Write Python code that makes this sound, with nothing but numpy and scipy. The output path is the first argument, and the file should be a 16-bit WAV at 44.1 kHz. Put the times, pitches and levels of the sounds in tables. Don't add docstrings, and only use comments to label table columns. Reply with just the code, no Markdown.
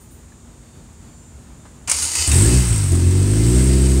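import sys
import numpy as np
from scipy import signal
from scipy.fft import rfft, irfft
from scipy.io import wavfile
from scipy.ndimage import uniform_filter1d

SR = 44100
rng = np.random.default_rng(int(sys.argv[2]) if len(sys.argv) > 2 else 0)


def transcribe(signal):
    frames = np.atleast_2d(signal).T
    limited = np.clip(frames, -1, 1)
    pcm = np.round(limited * 32767).astype(np.int16)
    wavfile.write(sys.argv[1], SR, pcm)


N = 176400
TIME_S = np.arange(N) / SR
CATCH_S, CATCH_RISE_S, HIT_RISE_S = 2.268, 0.0044, 0.0018


def undb(db):
    return 10 ** (np.asarray(db) / 20)

def unit(x):
    return x / np.sqrt(np.mean(x ** 2) + 1e-18)

def unit_running(x):
    return x / np.sqrt(np.mean(x[int(CATCH_S * SR):] ** 2) + 1e-18)

def curve(rows):
    return np.interp(TIME_S, *np.array(rows).T)

def noise():
    return rng.standard_normal(N)

def drift(rate_hz):
    hold = int(SR / rate_hz)
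    steps = np.repeat(noise()[:N // hold + 1], hold)
    return unit(uniform_filter1d(uniform_filter1d(steps, hold), hold)[:N])

def tone(hz, wander_hz=1.08, rate_hz=21.0, wander_db=1.2):
    gain = np.sqrt(2) * undb(wander_db * drift(14.63))
    return gain * np.sin(2 * np.pi * np.cumsum(hz + wander_hz * drift(rate_hz)) / SR)

def colour(x, response, size=16384):
    hz, db = np.array(response).T
    bins_hz = np.maximum(np.fft.rfftfreq(size, 1 / SR), 1)
    cepstrum = irfft(np.log(undb(np.interp(np.log(bins_hz), np.log(hz), db))))
    cepstrum[1:size // 2] *= 2
    cepstrum[size // 2 + 1:] = 0
    return signal.fftconvolve(x, irfft(np.exp(rfft(cepstrum))))[:N]

def impulses(times_s, gains):
    at = np.round(times_s * SR).astype(int)
    inside = (at >= 0) & (at < N)
    return np.bincount(at[inside], gains[inside], N)

def fade(x, decay_s):
    return signal.lfilter([1], [1, -np.exp(-1 / (decay_s * SR))], x)

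def strike(start_s, rise_s, decay_s):
    age_s = np.maximum(TIME_S - start_s, 0)
    return (1 - np.exp(-age_s / rise_s)) * np.exp(-age_s / decay_s)

def hits(rows, body, rise_share=0.1):
    out = 0
    for start_s, db, decay_s, tilt in rows:
        ring = unit(colour(noise(), [(hz, gain_db + tilt * np.log2(hz)) for hz, gain_db in body]))
        out += undb(db) * strike(start_s, rise_share * decay_s, decay_s) * ring
    return out

def room(x, wet_db=-8.5, t60_s=0.7):
    t = TIME_S[:SR]
    tail = noise()[:SR] * np.exp(-np.log(1000) * t / t60_s) * (t > .006)
    return x + undb(wet_db) * signal.fftconvolve(x, tail / np.linalg.norm(tail))[:N]


# frequency in Hz, gain in dB.
RUMBLE_SPECTRUM = [(20, -36), (33, -22), (48, -2), (70, 1.5), (100, -3.5), (135, -6.5), (230, -12),
                   (350, -16), (500, -22), (1000, -25.5), (2000, -32), (4000, -37), (12000, -49.5)]
HISS_SPECTRUM = [(3000, -28), (5700, -9), (6400, -8), (7200, 0), (7700, 2.5), (8600, 5.5), (9200, -4),
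                 (9800, -8), (12000, -14.5), (15500, -21)]
def room_noise(rumble_db=-42.5, hiss_db=-57.5):
    rumble = undb(rumble_db + drift(20)) * unit(colour(noise(), RUMBLE_SPECTRUM))
    hiss = undb(hiss_db + 0.76 * drift(6.1)) * unit(colour(noise(), HISS_SPECTRUM))
    return rumble + hiss

# frequency in Hz, gain in dB.
BUZZ_SPECTRUM = [(2000, -28), (5000, -8), (5700, -6), (6100, 1.5), (6450, -2), (6800, 4), (7600, -1),
                 (8600, -2), (9300, -13), (12000, -30)]
def lamps(mains_hz=60, level_db=-57.5, odd_db=-12, scatter_db=1.5):
    harmonics = np.arange(SR // mains_hz // 2 + 1)
    gains = undb(odd_db * (harmonics % 2) + scatter_db * rng.standard_normal(len(harmonics)))
    cycle = irfft(gains * np.exp(2j * np.pi * rng.random(len(harmonics))), SR // mains_hz)
    return undb(level_db) * unit(colour(np.resize(cycle, N), BUZZ_SPECTRUM))

# time in seconds, levels of harmonics 1, 2 and 3 in dB.
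WHINE_DB = [(0, -82, -67, -74), (.35, -76, -62, -74), (.52, -75, -68, -77), (.77, -67, -64, -73),
            (.92, -78, -62, -75), (1.08, -78, -58, -71), (1.29, -81, -54, -78), (1.42, -80, -68, -73),
            (1.62, -73, -59, -68), (1.87, -76, -62, -68)]
# time in seconds, level in dB.
WHISTLE_DB = [(.5, -80), (.77, -68), (.92, -79), (1.04, -69), (1.14, -67), (1.25, -77), (1.5, -76)]
def electrics(whine_hz=3617.6, whistle_hz=4517, hum_hz=235.4, hum_db=-55):
    levels = np.array(WHINE_DB)
    whine = sum(undb(curve(levels[:, [0, k]])) * tone(k * whine_hz) for k in (1, 2, 3))
    return whine + undb(curve(WHISTLE_DB)) * tone(whistle_hz) + undb(hum_db) * tone(hum_hz)

# frequency in Hz, gain in dB.
TINKLE_PARTIALS = [(8990, 6), (10450, 1), (13950, 2), (15520, -4)]
def tinkle(rise_s=0.01, t60_s=0.42):
    decay_s = t60_s / np.log(1000)
    swells = undb(-59.5) * strike(0, rise_s, decay_s) + undb(-60) * strike(.105, rise_s, decay_s)
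    return swells * sum(undb(db) * tone(hz, wander_hz=30, rate_hz=140) for hz, db in TINKLE_PARTIALS)

def ping(start_s=.32, hz=1720, level_db=-43):
    return undb(level_db) * strike(start_s, HIT_RISE_S, decay_s=0.0049) * tone(hz)

# start in seconds, level in dB, decay in seconds, tilt in dB per octave.
KNOCK_HITS = [(1.65, -44, 0.024, -2.5)]
# frequency in Hz, gain in dB.
KNOCK_RESPONSE = [(300, -22), (1000, 0), (1700, 0), (2600, -11), (6000, -12), (12000, -30)]
def knock():
    return hits(KNOCK_HITS, KNOCK_RESPONSE)

# start in seconds, frequency in Hz, level in dB, decay in seconds.
CLANK_RINGS = [(2.311, 2710, -28, .016), (2.314, 3750, -28.5, .018), (2.444, 1660, -30.5, .02)]
def clanks():
    return sum(undb(db) * strike(start_s, HIT_RISE_S, decay_s) * tone(hz, wander_hz=55, rate_hz=150)
               for start_s, hz, db, decay_s in CLANK_RINGS)

# frequency in Hz, bandwidth in Hz, gain in dB.
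CASTING_MODES = [(960, 90, -6), (1300, 50, -5), (2070, 50, 2), (2600, 110, 1), (3000, 60, -2),
                 (4780, 150, 0), (5520, 100, 0), (6210, 50, -1), (6680, 80, 3), (7340, 70, 5),
                 (8090, 90, 2), (8370, 90, 4), (8700, 70, 5), (9310, 70, 4)]
def castings(x, wander_db=4.5):
    out = 0
    for hz, width_hz, db in CASTING_MODES:
        ring = signal.lfilter(*signal.iirpeak(hz, hz / width_hz, fs=SR), x)
        out += undb(db + wander_db * drift(14)) * ring
    return out

# time in seconds, rate in Hz.
MESH_HZ = [(1.875, 200), (1.96, 300), (2.04, 285), (2.12, 330), (2.2, 310), (2.3, 370)]
# time in seconds, level in dB.
STARTER_DB = [(1.875, -24), (1.89, -40), (1.93, -24), (1.97, -24), (2.04, -21.5), (2.09, -23.5),
              (2.148, -24.5), (2.16, -21), (2.21, -19.5), (2.26, -22.5), (2.31, -38), (2.55, -26.5),
              (2.68, -52)]
# frequency in Hz, gain in dB.
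STARTER_RESPONSE = [(120, -37), (250, -17.5), (480, -7), (620, -20), (850, -15), (1300, -12), (1800, -11),
                    (2200, -13.5), (2900, -8.5), (3700, -8), (4800, -3.5), (5900, -3.5), (6600, 2),
                    (8300, 3.5), (9500, -2.5), (10600, -15), (12500, -23), (15500, -38)]
def starter(count=1500, jitter_share=.007, scatter_db=2.8, wash_db=3, whine_db=-1.5, ring_db=-3):
    timing, force = rng.standard_normal((count, 2)).T
    teeth_passed = np.cumsum(curve(MESH_HZ)) / SR
    times_s = np.interp(np.arange(count) + jitter_share * timing, teeth_passed, TIME_S, right=2 * N / SR)
    teeth = impulses(times_s, undb(scatter_db * force))
    grind = unit((unit(fade(teeth, decay_s=0.0032)) + undb(wash_db)) * noise())
    tooth_burst = noise() * strike(0, HIT_RISE_S, decay_s=0.003)
    whine = unit(signal.fftconvolve(teeth, tooth_burst)[:N])
    mesh = grind + undb(whine_db) * whine
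    body = unit(unit(colour(mesh, STARTER_RESPONSE)) + undb(ring_db) * unit(castings(mesh)))
    return body * undb(curve(STARTER_DB)) * (TIME_S > STARTER_DB[0][0])

# centre in seconds, level in dB, Gaussian width in seconds.
AIR_PUFFS = [(1.954, -34, 0.02), (2.036, -35, 0.028), (2.208, -27, 0.019)]
def puffs(hz=77):
    out = 0
    for centre_s, db, width_s in AIR_PUFFS:
        t = TIME_S - centre_s
        out += undb(db) * np.exp(-.5 * (t / width_s) ** 2) * np.sin(2 * np.pi * hz * t)
    return np.sqrt(2) * out

# start in seconds, level in dB, decay in seconds, tilt in dB per octave.
CLACK_HITS = [(1.876, -21, 0.044, -3), (1.896, -12, 0.0099, 1), (1.914, -7.5, 0.0075, -0.5),
              (2.152, -14.5, 0.01, 0), (2.276, -16.5, .003, 6), (2.314, -15.5, 0.012, -0.5),
              (2.344, -14, 0.0032, 2), (2.92, -21, 0.0054, 5)]
# frequency in Hz, gain in dB.
CLACK_RESPONSE = [(150, -15), (500, -12.5), (1000, -4.5), (1600, -6), (2400, 2), (3600, -9.5), (5200, 0.5),
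                  (7000, 5), (8500, 10), (10500, -4), (12500, -18), (15500, -17)]
def clacks():
    return hits(CLACK_HITS, CLACK_RESPONSE)

# time in seconds, firing rate in Hz.
FIRING_HZ = [(2.28, 37), (2.35, 39.5), (2.414, 50.7), (2.5, 60.5), (2.57, 63.6), (2.644, 60.2),
             (2.73, 54.9), (2.9, 44.0), (3.0, 43.6), (3.238, 48.5), (3.39, 53.6), (3.5, 60.2),
             (3.596, 63.8), (3.658, 64.8), (3.75, 65.4), (4.0, 66.2)]
def cycle_times(share, count=120):
    running = TIME_S >= CATCH_S
    firings = np.cumsum(curve(FIRING_HZ)[running]) / SR
    return np.interp(np.arange(count) + share, firings, TIME_S[running], right=2 * N / SR)

# position as a share of the firing interval, gain in dB.
VALVE_IMPACTS = [(0.051, -4), (0.299, 2.5), (.52, -4.5), (0.782, -1.5)]
def rattle(body, decay_s, wash_db, jitter_s=.0007, scatter_db=4.8):
    train = 0
    for share, db in VALVE_IMPACTS:
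        times_s = cycle_times(share)
        timing, force = rng.standard_normal((len(times_s), 2)).T
        train += impulses(times_s + jitter_s * timing, undb(db + scatter_db * force))
    started = curve([(CATCH_S, 0), (CATCH_S + CATCH_RISE_S, 1)])
    envelope = unit_running(fade(train, decay_s)) + undb(wash_db) * started
    return unit_running(colour(envelope * noise(), body))

# frequency in Hz, gain in dB.
BLOCK_RESPONSE = [(200, -10.5), (600, -1), (900, 1), (1200, 0), (1600, 2.5), (2100, 1.5), (2400, 0),
                  (2750, 0), (3500, -0.5), (5000, 1.5), (6200, 1), (8000, -0.5), (11000, -16.5),
                  (15500, -13)]
# time in seconds, level in dB.
CLATTER_DB = [(2.27, -30), (2.35, -27.5), (2.58, -31), (2.64, -31), (2.9, -36), (3.1, -36), (3.4, -34),
              (3.6, -32), (3.75, -34), (4.0, -35.5)]
def block_clatter(ring_db=-10.5):
    clatter = rattle(BLOCK_RESPONSE, decay_s=0.0053, wash_db=9)
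    ring = undb(ring_db) * unit_running(castings(clatter))
    return unit_running(clatter + ring) * undb(curve(CLATTER_DB))

# frequency in Hz, gain in dB.
COVER_RESPONSE = [(2500, -21), (5000, -25), (6800, -15), (7700, -5.5), (8300, 2.5), (8800, -3), (9600, -11),
                  (11000, -19), (13000, -27), (15500, -29)]
# time in seconds, level in dB.
TICK_DB = [(2.27, -18), (2.31, -22.5), (2.35, -18.5), (2.55, -26), (2.8, -27.5), (2.95, -29.5),
           (3.1, -33.5), (3.3, -30.5), (3.58, -28), (3.75, -30), (4.0, -30.5)]
def valve_ticks():
    return rattle(COVER_RESPONSE, decay_s=0.0034, wash_db=3) * undb(curve(TICK_DB))

def engine_orders(orders, response, firings, scatter_db, dispersion_rad=0.436):
    log_firing_hz = np.log(curve(FIRING_HZ))
    hz, db = np.array(response).T
    out = power = 0
    for order, order_db in orders:
        lag = dispersion_rad * (order - 1) ** 2 + np.pi * (order % 1)
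        out += undb(order_db + scatter_db * drift(40)) * np.cos(2 * np.pi * order * firings - lag)
        response_db = np.interp(log_firing_hz + np.log(order), np.log(hz), db)
        power += undb(order_db + response_db) ** 2 / 2
    return colour(out, response) / np.sqrt(power)

# multiple of the firing rate, gain in dB.
SILENCER_ORDERS = [(.5, -16), (1, 1), (1.5, -23), (2, 1.5), (2.5, -15), (3, 0)]
PIPE_ORDERS = [(4, 3), (4.5, -8), (5, 3.5), (5.5, -1.5), (6, 1), (6.5, -4), (7, -3), (7.5, -4), (8, -1),
               (9, -3), (10, -1)]
# frequency in Hz, gain in dB.
SILENCER_RESPONSE = [(22, -33), (36, -25), (46, -10), (56, -8.5), (65, 3.5), (85, 6.5), (110, -3.5),
                     (130, -3), (160, -12.5), (197, -7), (280, -32)]
PIPE_RESPONSE = [(80, -10), (150, -11), (197, 0), (220, -3), (248, 2), (272, -3), (295, 4), (328, -2.5),
                 (365, 5), (410, -8.5), (450, -15), (490, -9), (560, -20), (660, -15.5), (1100, -37.5)]
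CHUFF_SPECTRUM = [(25, -42), (45, -2.5), (72, 3), (100, 3.5), (170, -4.5), (300, -8), (800, -47.5)]
RUSH_SPECTRUM = [(80, -2), (150, -4), (195, -4), (280, 3), (365, 3.5), (430, -1.5), (530, -9.5), (600, -10),
                 (670, -7), (780, -18), (1100, -18), (3000, -56.5)]
# time in seconds, level in dB.
BOOM_DB = [(2.27, -17.5), (2.32, -14.5), (2.37, -9.5), (2.445, -16.5), (2.53, -13), (2.585, -13),
           (2.655, -20.5), (2.695, -15), (2.76, -16), (2.905, -16), (2.94, -12), (3.15, -13.5),
           (3.35, -14.5), (3.45, -12.5), (3.7, -11), (4.0, -14.5)]
BARK_DB = [(2.27, -35), (2.32, -32), (2.35, -27.5), (2.48, -21.5), (2.56, -23), (2.62, -34), (2.912, -36),
           (2.922, -23), (3.0, -26.5), (3.3, -24), (3.56, -21), (3.68, -23.5), (4.0, -23.2)]
WARM_SCATTER_DB, COLD_EXTRA_SCATTER_DB, SETTLE_S = .8, 2.0, .7
FIRST_FIRING_SHARE, GAS_DECAY_SHARE, WOBBLE_SHARE_PER_DB = 0.299, .6, .009
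def exhaust(warm_chuff_db=-25, warm_rush_db=-13.5, cold_extra_rush_db=9):
    age_s = np.maximum(TIME_S - CATCH_S, 0)
    cold = np.exp(-age_s / SETTLE_S)
    scatter_db = WARM_SCATTER_DB + COLD_EXTRA_SCATTER_DB * cold
    crank_wobble = WOBBLE_SHARE_PER_DB * scatter_db * drift(30)
    firings = np.cumsum(curve(FIRING_HZ) * (age_s > 0)) / SR - FIRST_FIRING_SHARE + crank_wobble
    gas = np.exp(-(firings % 1) / GAS_DECAY_SHARE) * noise()
    chuff = undb(warm_chuff_db) * scatter_db / WARM_SCATTER_DB * unit(colour(gas, CHUFF_SPECTRUM))
    rush = undb(warm_rush_db + cold_extra_rush_db * cold) * unit(colour(gas, RUSH_SPECTRUM))
    boom = engine_orders(SILENCER_ORDERS, SILENCER_RESPONSE, firings, scatter_db) + chuff
    bark = engine_orders(PIPE_ORDERS, PIPE_RESPONSE, firings, scatter_db) + rush
    started = np.minimum(age_s / CATCH_RISE_S, 1)
    return started * (boom * undb(curve(BOOM_DB)) + bark * undb(curve(BARK_DB)))

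def scene():
    engine = exhaust() + room(block_clatter() + valve_ticks() + starter() + puffs() + clacks() + clanks())
    mono = engine + electrics() + lamps() + room_noise() + tinkle() + ping() + knock()
    return np.array([mono, mono])

def record(dry):
    return signal.sosfilt(signal.ellip(10, .2, 80, 15700, fs=SR, output="sos"), dry)


dry = scene()
out = record(dry)
transcribe(out)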